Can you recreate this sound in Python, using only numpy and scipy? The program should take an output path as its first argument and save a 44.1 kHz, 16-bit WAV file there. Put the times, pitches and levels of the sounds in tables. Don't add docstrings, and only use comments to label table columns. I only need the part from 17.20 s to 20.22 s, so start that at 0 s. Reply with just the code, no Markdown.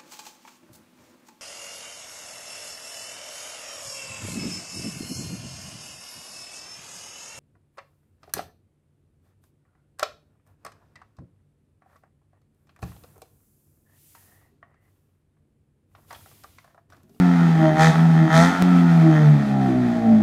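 import sys
import numpy as np
from scipy import signal
from scipy.fft import rfft, irfft, next_fast_len
from scipy.io import wavfile
from scipy.ndimage import uniform_filter1d, map_coordinates

SR = 44100
rng = np.random.default_rng(int(sys.argv[2]) if len(sys.argv) > 2 else 0)


def invert_db(level):
    return 10 ** (np.asarray(level, dtype=float) / 20)


def waveform_to_disk(signal):
    frames = np.transpose(np.atleast_2d(signal))
    scaled = np.clip(frames, -1, 1) * 32767
    samples = np.round(scaled).astype(np.int16)
    wavfile.write(sys.argv[1], SR, samples)


N = 133182


def unit(x):
    return x / np.sqrt(np.mean(x ** 2) + 1e-20)


def along(points, hz):
    f, value = np.transpose(points)
    return np.interp(np.log(hz + 1), np.log(f + 1), value)


def curve(rows):
    t, value = np.transpose(rows)
    straight = np.interp(np.arange(N) / SR, t, value)
    return uniform_filter1d(straight, size=900, mode="nearest")


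def wobble(rate):
    knots = rng.standard_normal(int(N * rate / SR) + 4)
    return map_coordinates(knots, [np.arange(N) * rate / SR])


def filtered(x, response):
    m = next_fast_len(len(x) + SR // 2)
    return irfft(rfft(x, m) * response(np.fft.rfftfreq(m, 1 / SR)), m)[:len(x)]


def ring(modes, f):
    return sum(sign * invert_db(db) * 1j * f * width / (center * center - f * f + 1j * f * width)
               for center, width, db, sign in modes)


def dip(hz, width, f):
    return ring([(hz, width, 0, 1)], f)


def noise(spectrum):
    return unit(filtered(rng.standard_normal(N), lambda hz: invert_db(along(spectrum, hz))))


# t/s, firing rate f/Hz
SPEED = [(0, 179.6), (.19, 169.2), (.38, 159.3), (.51, 154.7), (.56, 155.8), (.66, 161.7), (.8, 164.2),
         (.9, 162.9), (1.07, 157.3), (1.13, 160), (1.25, 174.1), (1.31, 179), (1.4, 180.1), (1.45, 179.9),
         (1.73, 165.7), (2.09, 146.8), (2.49, 128.6), (3.02, 105.3)]


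def firing_rate():
    return curve(SPEED)


# t/s, load [0-1]
BLIPS = [
    [(.535, 0), (.57, 0.11), (.622, 1), (.66, 0.77), (.705, 0.45), (.78, 0)],
    [(1.075, 0.06), (1.105, 0.16), (1.155, 1), (1.25, 0.84), (1.33, 0.3), (1.41, 0.01)],
]


def throttle_load():
    return sum(curve(blip) for blip in BLIPS)


# multiple, coasting level/dB, added under load level/dB
WHOLE = [(1, -11, 0), (2, -11, -13), (3, -17, 18), (4, -18.5, 16.5), (5, -25.5, 19.5), (6, -18, -7)]
# multiple, coasting level/dB, added under load level/dB
HALF = [(0.51, -37, 8), (.75, -52, 3), (1.25, -36.5, 1.5), (1.75, -42, 3.5), (1.5, -17.5, 0),
        (2.5, -26.5, 17), (2.6, -54.5, 9), (4.5, -31.5, 2.2), (5.5, -30, 18)]
# multiple, coasting level/dB, added under load level/dB
WHINE = [(6.5, -39, 3), (7, -32, 3), (7.5, -31, -6), (8, -44, 9), (8.5, -46, 3)]
# f/Hz, width f/Hz, level/dB, sign and size [1]
PIPE = [(105.2, 15, -16, 0.65), (115, 27, -33, -1.16), (135.8, 10, -7, -0.79), (145.2, 4.72, 3, -1.28),
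        (163.4, 12.35, 2.65, 1), (182.4, 20.9, -1, -1.104), (219.04, 9.85, 4.5, 0.8),
        (254.33, 13.5, -7, -0.96), (314.5, 5.04, -1, 0.97), (377.8, 12.9, -13.5, -1.1),
        (450.5, 9.4, -14, 0.93), (622.3, 17.2, -10, -0.89), (675.2, 17, -9, 0.42), (783, 26.4, -7.5, -0.64)]
# f/Hz, width f/Hz, level/dB, sign and size [1]
BRANCH = [(86, 120, -1, 0.49), (150, 39, -13, -1.7), (201.3, 14, 3.5, -0.61), (221, 14, -12.5, 1),
          (259, 18.4, -2.5, 0.91), (320, 5.7, 1, -1.41), (388, 10, -24.5, 0.9), (604, 23.3, -7.5, -1.66),
          (697, 67, -5.5, 1), (846, 150, 4, 0.023)]
# f/Hz, width f/Hz, level/dB, sign [1]
PANELS = [(700, 50, -3, 1), (778, 36, .5, -1), (1300, 40, .5, 1), (1432, 26, 6, -1)]
# f/Hz, width f/Hz
NOTCHES = [(139, 7), (116.5, 9), (325, 11)]
# t/s, pressure [+1 pumping, -1 firing]
PRESSURE = [(0, 1.286), (.44, 0.75), (.555, 0.38), (.6, -0.79), (.66, -0.97), (.7, -1.32), (.737, 0.37),
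            (.79, 0.91), (1.03, 1.22), (1.093, -0.021), (1.14, -0.73), (1.205, -1.43), (1.27, -0.92),
            (1.325, -.1), (1.385, 0.21), (1.425, 1), (3.02, 1.064)]


def drone(hz, firings, load):
    out = np.zeros(N)
    pressure = curve(PRESSURE)
    for orders, modes in ((WHOLE, PIPE), (HALF, BRANCH), (WHINE, PANELS)):
        for k, db, load_db in orders:
            f = k * hz
            flutter = invert_db(.75 * min(k, 5) * wobble(13))
            drift = np.exp(.11j * k * wobble(30) + 1j * rng.uniform(0, 2 * np.pi))
            gain = ring(modes, f) * invert_db(db + load_db * np.sqrt(np.abs(load)))
            for center, width in NOTCHES:
                gain = gain * (1 - 0.78 * dip(center, width, f))
            leak = .14 if k == 1 else .6
            turn = 1 if modes is PANELS else pressure + 1j * leak
            out += np.real(gain * turn * flutter * drift * np.exp(2j * np.pi * k * firings))
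    return out


CYLINDERS_DB = [.3, -8, -1, -9]
# f/Hz, width f/Hz, level/dB, sign and size [1]
SHELL = [(666, 54, 5, 1), (848, 140, -2.5, -2.07), (1150, 94, -1, 0.98), (1333, 70, -1, -1.78),
         (1822, 123, 4.5, 0.79), (2024, 145, 0, -0.61), (3136, 87, -9.5, 0.85), (3514, 178, -11, -0.55),
         (6540, 350, -23.5, 0.84)]
# t/s, half length t/s, level/dB
RASPS = [(.475, .045, 11), (.58, .03, 5), (1.0, .06, 7), (1.125, .04, 8), (1.96, .06, 13)]


def edges(hz, firings, load):
    level_db, load_db, scatter_db = -40, 16.5, 2.5
    whole = np.arange(1, int(firings[-1]))
    luck = rng.standard_normal((len(whole), 2))
    at = np.interp(whole + 0.0045 * luck[:, 0], firings, np.arange(N))
    size = invert_db(np.take(CYLINDERS_DB, whole % 4) + scatter_db * luck[:, 1])
    i = at.astype(int)
    early = np.bincount(i, size * (1 + i - at), N + 1)
    late = np.bincount(i + 1, size * (at - i), N + 1)
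    train = (early + late)[:N]

    def shell(f):
        return ring(SHELL, f) * (1j * f / (500 + 1j * f)) ** 2

    t = np.arange(N) / SR
    rasp_db = sum(db * np.exp(-((t - s) / half) ** 2) for s, half, db in RASPS)
    speed_db = 5 * np.log2(hz / 165)
    gain = invert_db(level_db + load_db * np.sqrt(np.abs(load)) + rasp_db + speed_db)
    return filtered(train * gain, shell) / np.sqrt(np.mean(filtered(train, shell) ** 2))


def puffing(firings, share):
    puff = np.exp(-3.5 * (firings % 1)) * invert_db(np.take(CYLINDERS_DB, firings.astype(int) % 4))
    return unit(1 - share + share * unit(puff))


# f/Hz, level/dB per Hz
HUM = [(240, -42), (400, -11), (560, -15.5), (740, -3), (990, -14), (1300, -10.5), (2850, -19),
       (15500, -47.5)]


def hum(hz, firings, load):
    speed_db = 10.5 * np.log2(hz / 165)
    lull_db = 5 * np.exp(-(curve(PRESSURE) / .5) ** 2) * (load < .1)
    gain = invert_db(-33.5 + speed_db + 1.2 * wobble(17) - lull_db)
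    return gain * puffing(firings, .1) * noise(HUM)


# f/Hz, level/dB per Hz
RUMBLE = [(20, -120), (40, -13.5), (100, -11.5), (220, 10.5), (350, 1.5), (600, -27.5), (900, -120)]


def rumble():
    return invert_db(-32.5 + 1.5 * wobble(6.96)) * noise(RUMBLE)


# f/Hz, time to fall by 60 dB t/s
SHOP = [(300, 1), (2000, 0.15), (10000, 0.27)]


def shop(x):
    hz, t, z = signal.stft(rng.standard_normal(SR // 2), SR, nperseg=256)
    fading = invert_db(-60 * t / along(SHOP, hz)[:, None])
    tail = signal.istft(z * fading, SR, nperseg=256)[1]
    delayed = np.pad(x, (500, 0))
    return invert_db(-6) * signal.fftconvolve(delayed, tail / np.linalg.norm(tail))[:N]


# f/Hz, level/dB per Hz
ROAR = [(500, -120), (900, -24.5), (1900, 0.5), (2750, -14.5), (3500, -9), (4800, -16), (6400, -16),
        (15500, -40)]


def roar(firings, load):
    return invert_db(-24.5) * np.abs(load) ** 1.76 * puffing(firings, .5) * noise(ROAR)


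def click():
    start_s, level_db, fade_s = 1.4233, -5.5, .0015
    t = np.arange(N) / SR - start_s
    step = -invert_db(level_db) * (t >= 0) * np.exp(-np.abs(t) / fade_s)
    return filtered(step, lambda f: (1j * f / (110 + 1j * f)) ** 2)


# t/s, level/dB
CAR_LEVEL = [(0, -0.5), (.2, -1.5), (.45, 0.74), (1.0, -0.63), (1.6, 0.76), (2.3, -1.1), (3.02, -0.13)]


def scene():
    hz = firing_rate()
    load = throttle_load()
    firings = np.cumsum(hz) / SR
    bright = edges(hz, firings, load) + hum(hz, firings, load) + roar(firings, load)
    bright = filtered(bright, lambda f: 1 - .7 * dip(2850, 350, f))
    car = drone(hz, firings, load) + rumble() + bright + shop(bright)
    car = filtered(invert_db(curve(CAR_LEVEL)) * car, lambda f: f < 15400)
    return (car + click())[None]


def low_pass(x):
    return signal.sosfilt(signal.butter(12, 16510, fs=SR, output="sos"), x)


def record(dry):
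    mix = filtered(dry[0], lambda hz: hz < 16500)[None]
    return low_pass(mix)


dry = scene()
out = record(dry)
waveform_to_disk(out)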